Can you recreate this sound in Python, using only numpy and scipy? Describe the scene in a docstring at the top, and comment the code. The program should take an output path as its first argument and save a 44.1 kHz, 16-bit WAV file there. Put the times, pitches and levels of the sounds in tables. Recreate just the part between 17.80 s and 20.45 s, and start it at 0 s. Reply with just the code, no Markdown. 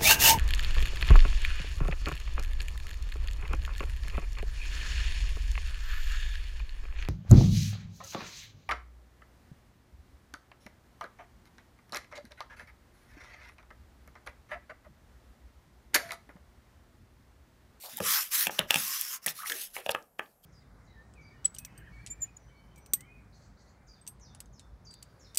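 """Picture book pages turned by hand

Thick pages are turned close to a small microphone in a quiet room: fingers and pages slide (coloured
grain noise), stiff sheets flex (resonant creases) and buckle with snaps (damped sines, noise cracks),
page edges tick and creases pop (wavelets), and the block of pages thuds (damped modes).
A near surface echoes and the room rings briefly over rumble, faint hiss and two thin tones."""
import sys
import numpy as np
from scipy import signal
from scipy.fft import rfft, irfft, next_fast_len
from scipy.io import wavfile
from scipy.ndimage import uniform_filter1d, map_coordinates

SR = 44100
rng = np.random.default_rng(int(sys.argv[2]) if len(sys.argv) > 2 else 0)


def pcm_store(signal):
    """Save signal as 16-bit PCM."""
    levels = np.round(np.clip(np.atleast_2d(signal), -1, 1) * 32767)
    wavfile.write(sys.argv[1], SR, levels.astype(np.int16).T)


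def amplitude_ratio(level_db):
    """Convert a level in decibels to the matching linear amplitude (field) ratio."""
    exponent = np.asarray(level_db, float) / 20
    return 10 ** exponent


N = 116865
HIT_T_S = np.arange(SR // 5) / SR  # time axis of one hit
EARLY_S = (SR // 200) / SR  # margin ahead of a burst or wavelet
MODE_SCATTER_DB = 2  # mode levels vary from hit to hit


def unit(x):
    """Scale to rms 1."""
    return x / np.sqrt(np.mean(x ** 2) + 1e-20)


def along(points, hz):
    """Interpolate (Hz, value) points on a log frequency axis."""
    f, v = np.transpose(points)
    return np.interp(np.log(hz + 1), np.log(f + 1), v)


def wobble(knots_per_s):
    """A smooth random curve."""
    return map_coordinates(rng.standard_normal(N // 50), [np.arange(N) * knots_per_s / SR])


def coloured(x, spectrum):
    """Filter x by a (Hz, dB) gain curve, zero phase."""
    m = next_fast_len(len(x) + 8192)
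    gain = amplitude_ratio(along(spectrum, np.fft.rfftfreq(m, 1 / SR)))
    return irfft(rfft(x, m) * gain, m)[:len(x)]


def grains(per_s, spread_db):
    """Tiny slips at random times, of uneven size; rms 1."""
    hit = rng.random(N) < per_s / SR
    size = amplitude_ratio(spread_db * rng.exponential(size=N))
    return unit(hit * rng.standard_normal(N) * size)


def patchy(x, depth_db):
    """Random bands of gain that drift over time."""
    z = signal.stft(x, nperseg=256)[2]
    field = uniform_filter1d(rng.standard_normal(z.shape), size=3, axis=0)
    field = uniform_filter1d(field, size=25, axis=1)
    return signal.istft(z * amplitude_ratio(depth_db * unit(field)), nperseg=256)[1][:N]


def ring(hz, t60_s, t, phase=None):
    """A damped sine; its phase in turns is random unless given."""
    if phase is None:
        phase = rng.random()
    return amplitude_ratio(-60 * t / t60_s) * np.sin(2 * np.pi * (hz * t + phase))


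def add(out, s, x):
    """Mix x into out from time s."""
    out[round(s * SR):][:len(x)] += x


def swell(start, crest, end):
    """A stroke's gain: up to the crest, down to the end; a crest past the end cuts it off."""
    u = np.interp(np.arange(N) / SR, [start, crest, end], [-1, 0, 1])
    return np.abs(np.cos(np.pi / 2 * u)) ** 2.27


def burst(shape, colour):
    """Noise under an envelope, delayed by EARLY_S, then coloured; peak 1."""
    noise = rng.standard_normal(len(shape)) * shape
    x = coloured(np.roll(noise, SR // 200), colour)
    return x / np.abs(x).max()


def wavelet(hz, half_cycles):
    """A cosine of random phase under a Gaussian swell centred at EARLY_S."""
    turns = (HIT_T_S - EARLY_S) * hz
    return np.exp(-(turns / half_cycles) ** 2) * np.cos(2 * np.pi * (turns + rng.random()))


def floor():
    """Room rumble and microphone hiss as coloured noise, and two thin, slightly wavering tones."""
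    # noise colour: (frequency [Hz], gain [dB])
    hiss_colour = [(18, -42.5), (30, -7), (122, -17), (196, -11), (323, -22.5), (480, -16.5), (676, -15.5),
                   (3760, -40.5), (14100, -27.5), (16500, -57.5)]
    # thin tones: (frequency [Hz], mean level [dB rms])
    whine = [(8050, -93.5), (11600, -83)]
    hiss_db_rms = -69
    t = np.arange(N) / SR
    out = amplitude_ratio(hiss_db_rms) * unit(coloured(rng.standard_normal(N), hiss_colour))
    for hz, db in whine:
        out += amplitude_ratio(db + 1.3 * wobble(24)) * np.sqrt(2) * np.sin(2 * np.pi * hz * t)
    return out


def room(x):
    """One early echo and a tail dying by band, drawn anew every 0.1 s as the book moves."""
    # reverberation: (frequency [Hz], t60 [s])
    decay = [(150, 0.33), (800, 0.21), (2000, 0.17), (5000, 0.2), (13000, 0.067)]
    # what the room returns: (frequency [Hz], gain [dB])
    walls = [(100, 3.5), (1500, 2), (5000, -9.5), (15000, -23)]
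    echo_s, echo_db, tail_delay_s, tail_db = 0.011, -14.5, 0.003, -11
    out, step = np.zeros(N + SR), SR // 10
    x = coloured(x, walls)
    add(out, echo_s, amplitude_ratio(echo_db) * x)
    for start in range(0, N, step):
        hz, t, z = signal.stft(rng.standard_normal(SR // 3), SR, nperseg=256)
        fade = amplitude_ratio(-60 * t / along(decay, hz)[:, None])
        tail = signal.istft(z * fade, SR, nperseg=256)[1]
        tail /= np.linalg.norm(tail)
        wet = signal.fftconvolve(x[start:start + step], tail)
        add(out, start / SR + tail_delay_s, amplitude_ratio(tail_db) * wet)
    return out[:N]


def thuds():
    """The block of pages lands: a short damped tone plus the modes of the book on the table."""
    # landings: (time [s], level [dB], pitch [Hz], table shake [dB])
    landings = [(0.2049, -14, 508, -3.5), (.217, -20, 450, 3), (0.67, -21.5, 700, -1),
                (0.794, -17.5, 552, 2.5), (0.957, -27.5, 154, 8.5), (1.467, -27.5, 590, 4),
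                (2.063, -15, 602, -23), (2.094, -13, 557, -22)]
    # modes of the book on the table: (frequency [Hz], level [dB], t60 [s])
    book_modes = [(102, -15, 0.06), (160, -17.5, 0.044), (214.4, -10.5, 0.046)]
    rise_s, t60_cycles = 0.0011, 8.9
    out, t = np.zeros(N + SR), HIT_T_S
    rise = 1 - np.exp(-t / rise_s)
    for s, db, hz, shake_db in landings:
        tone = ring(hz, t60_cycles / hz, t)
        for f, mode_db, t60_s in book_modes:
            tone += amplitude_ratio(shake_db + mode_db + rng.normal(0, MODE_SCATTER_DB)) * ring(f, t60_s, t)
        add(out, s, amplitude_ratio(db - 3) * rise * tone)
    return out[:N]


def ticks():
    """A page edge slips off a finger: a very short wavelet."""
    # slips: (time [s], peak [dB], pitch [Hz])
    slips = [(.1715, -13, 12500), (1.2125, -4, 13000), (1.4633, -7, 13000), (1.467, -8, 10500),
             (1.4825, -17, 3200), (1.6986, -19, 3800), (2.106, -28, 7000), (2.111, -22, 11000),
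             (2.1145, -17, 10000), (2.1192, -21, 4500), (2.226, -44, 6000), (2.461, -48, 3000)]
    out = np.zeros(N + SR)
    for s, db, hz in slips:
        add(out, s - EARLY_S, amplitude_ratio(db) * wavelet(hz, half_cycles=0.8))
    return out[:N]


def pops():
    """A crease pops in the bent sheet: a wavelet of a few cycles."""
    # creases: (time [s], peak [dB], pitch [Hz])
    creases = [(.185, -40, 850), (1.469, -24, 1900), (1.4883, -26, 5800), (1.592, -38, 1200),
               (1.605, -36, 1350), (1.622, -36, 1700), (1.635, -33, 1230), (1.642, -35, 1300),
               (1.6605, -29, 2000), (1.7205, -23, 1750), (1.7232, -25, 3300)]
    out = np.zeros(N + SR)
    for s, db, hz in creases:
        add(out, s - EARLY_S, amplitude_ratio(db) * wavelet(hz, half_cycles=2.5))
    return out[:N]


def snaps():
    """A sheet buckles: a faint creak leads into a ring of a few cycles, page modes and a noise crack."""
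    # buckles: (time [s], level [dB], ring [Hz], treble [dB], body [dB])
    buckles = [(0.2024, -26.5, 2540, -6, -1), (0.6693, -11.5, 2610, -7, -15),
               (0.695, -29.5, 2170, -30, 4.5), (0.7908, -5, 2980, -12, -17), (0.9067, -4, 2770, -12, -16),
               (0.9423, -7.5, 2690, -12, -18), (0.958, -9.5, 2610, -10, -17), (1.4618, -25.5, 1850, 5, -10),
               (1.4763, -22.5, 2600, -19, -8.5), (1.6988, -26.5, 1830, -2, -22),
               (1.9656, -24.5, 2210, -13, -8.5), (2.0625, -20.5, 2770, -15.5, -14.5),
               (2.0929, -13, 2740, -16.5, -8), (2.1482, -18.5, 2590, -17.5, -2),
               (2.3939, -21, 2523, -20.5, -1)]
    # modes of the pages: (frequency [Hz], level [dB], t60 [s])
    page_modes = [(606, -10.5, 0.011), (825, -5.5, 0.01), (1214, -12.5, 0.015), (1679, -8, 0.0096)]
    # crack colour: (frequency [Hz], gain [dB])
    crack_colour = [(1000, -27.5), (4000, 4.5), (12000, 8), (17000, -11.5)]
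    rise_s, t60_cycles, crack_t60_s = 0.0008, 12.57, 0.01
    lead_s, lead_db = 0.003, -19.5
    out, t = np.zeros(N + SR), HIT_T_S
    rise = 1 - np.exp(-t / rise_s)
    crack_shape = rise ** 2 * amplitude_ratio(-60 * t / crack_t60_s)
    creak_shape = (t < 3 * lead_s) * np.exp(np.minimum(t / lead_s, 3))  # grows, then stops at the snap
    for s, db, hz, treble_db, body_db in buckles:
        body = np.zeros(len(t))
        for f, mode_db, t60_s in page_modes:
            gain = amplitude_ratio(body_db + mode_db + rng.normal(0, MODE_SCATTER_DB))
            body += gain * ring(f, t60_s, t, phase=0)
        tone = ring(hz, t60_cycles / hz, t) + 0.51 * ring(hz * 1.249, t60_cycles / hz, t)
        add(out, s, amplitude_ratio(db + 13) * (rise ** 2 * tone + rise * body))
        crack = burst(crack_shape, crack_colour)
        add(out, s - EARLY_S, amplitude_ratio(db + treble_db + 2) * crack)
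        creak = burst(creak_shape, [(hz / 3, -25), (hz, 0), (hz * 3, -15)])
        add(out, s - EARLY_S - 3 * lead_s, amplitude_ratio(db + lead_db) * creak)
    return out[:N]


def flex():
    """Small creases sound through the resonance of the bending, rustling sheet."""
    # bends: (start [s], crest [s], end [s], level [dB], pitch [Hz])
    bends = [(0.03, 0.041, 0.14, -51.5, 750), (0.125, 0.14, 0.21, -57.5, 183),
             (0.298, 0.394, 0.42, -37.5, 1460), (0.767, 0.806, 0.83, -35.5, 1460),
             (0.878, 0.905, 1.12, -43.5, 1630), (1.585, 1.645, 1.71, -48, 1370),
             (1.69, 1.708, 1.706, -35, 1450), (1.676, 1.715, 1.833, -54, 434),
             (1.95, 1.956, 2.09, -51, 1870), (1.964, 1.974, 1.97, -37.5, 1010),
             (1.968, 1.991, 2.004, -45.5, 510)]
    edge = 1.46  # frequency ratio to the -6 dB points of the resonance
    out = np.zeros(N)
    for *when, db, hz in bends:
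        sheet = [(hz / edge ** 4, -45), (hz / edge, -6), (hz, 0), (hz * edge, -6), (hz * edge ** 4, -40)]
        creases = grains(per_s=3000, spread_db=2)
        out += amplitude_ratio(db) * swell(*when) * unit(coloured(creases, sheet))
    return out


def fibres():
    """Paper fibres catch and slip: dense grains, unsteady in level and patchy in colour."""
    unsteady = amplitude_ratio(0.39 * wobble(60.1) + 1.6 * wobble(250))
    return patchy(grains(per_s=26000, spread_db=1.3) * unsteady, depth_db=3.5)


def slide():
    """Skin and paper slide; each stroke shares its power between a bright and a duller colour."""
    # strokes: (start [s], crest [s], end [s], level [dB], dullness [0-1])
    strokes = [(-.04, 0.063, 0.093, -45, 0.05), (0.044, 0.13, .17, -44.5, 0.09),
               (0.134, 0.197, 0.19, -40, 0), (0.178, 0.325, 0.48, -26, 0.35), (.39, 0.428, 0.53, -39, 0.08),
               (0.491, 0.558, 0.57, -25.5, 0.42), (0.524, 0.592, 0.71, -27, 0.12),
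               (0.707, 0.704, 0.9, -45.5, 0.55), (0.859, 0.946, 0.96, -38, 0.8),
               (0.94, 0.964, 1.2, -33.5, 0.44), (0.957, 1.096, 1.413, -33.5, 0.57),
               (1.2, 1.345, 1.395, -37, .8), (1.41, 1.447, 1.46, -48, .9), (1.455, 1.483, 1.54, -34, .4),
               (1.512, 1.598, 1.672, -44.5, 0.3), (1.635, 1.68, 1.82, -37, .1),
               (1.718, 1.72, 1.729, -30.5, 0.02), (1.68, 1.812, 1.905, -38.5, 0),
               (2.101, 2.112, 2.125, -36, 0), (1.85, 1.89, 2.3, -60, 0), (1.919, 1.959, 2.035, -45.5, 0),
               (2.021, 2.1, 2.07, -47.5, 0.7), (2.133, 2.145, 2.33, -63.5, 0.07),
               (2.385, 2.43, 2.65, -69.5, 0.2), (2.62, 2.657, 3.06, -53.5, 0.12)]
    # bright rubbing: (frequency [Hz], gain [dB])
    bright_colour = [(500, -28.5), (1730, -3), (2390, -1.5), (3160, -1.5), (8300, -3), (12000, 3.5),
                     (15600, -4), (16500, -48.5)]
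    # duller rubbing: (frequency [Hz], gain [dB])
    dull_colour = [(290, -50), (500, -22.5), (721, -45.5), (1040, 3.5), (1430, -0.5), (2320, -2),
                   (4050, -8), (5510, 7.5), (8060, -4.5), (10500, -0.5), (15300, 1), (16500, -44)]
    bright_power, dull_power = np.zeros(N), np.zeros(N)
    for *when, db, dullness in strokes:
        power = (amplitude_ratio(db) * swell(*when)) ** 2
        bright_power += power * (1 - dullness)
        dull_power += power * dullness
    bright = np.sqrt(bright_power) * unit(coloured(fibres(), bright_colour))
    dull = np.sqrt(dull_power) * unit(coloured(fibres(), dull_colour))
    return bright + dull


def scene():
    """Paper sounds, their room and the noise floor."""
    low_cut_hz = 118  # the small book radiates little lower
    low_cut = signal.butter(2, low_cut_hz, "high", fs=SR, output="sos")
    hits = thuds() + ticks() + pops() + snaps()
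    paper = slide() + flex() + signal.sosfilt(low_cut, hits)
    return (paper + room(paper) + floor())[None]


def band_limit(x):
    """A steep low-pass at the top of the band."""
    return signal.sosfilt(signal.butter(12, 16970, fs=SR, output="sos"), x)


def record(dry):
    """The finished mix as recorded."""
    return band_limit(dry)


dry = scene()
out = record(dry)
pcm_store(out)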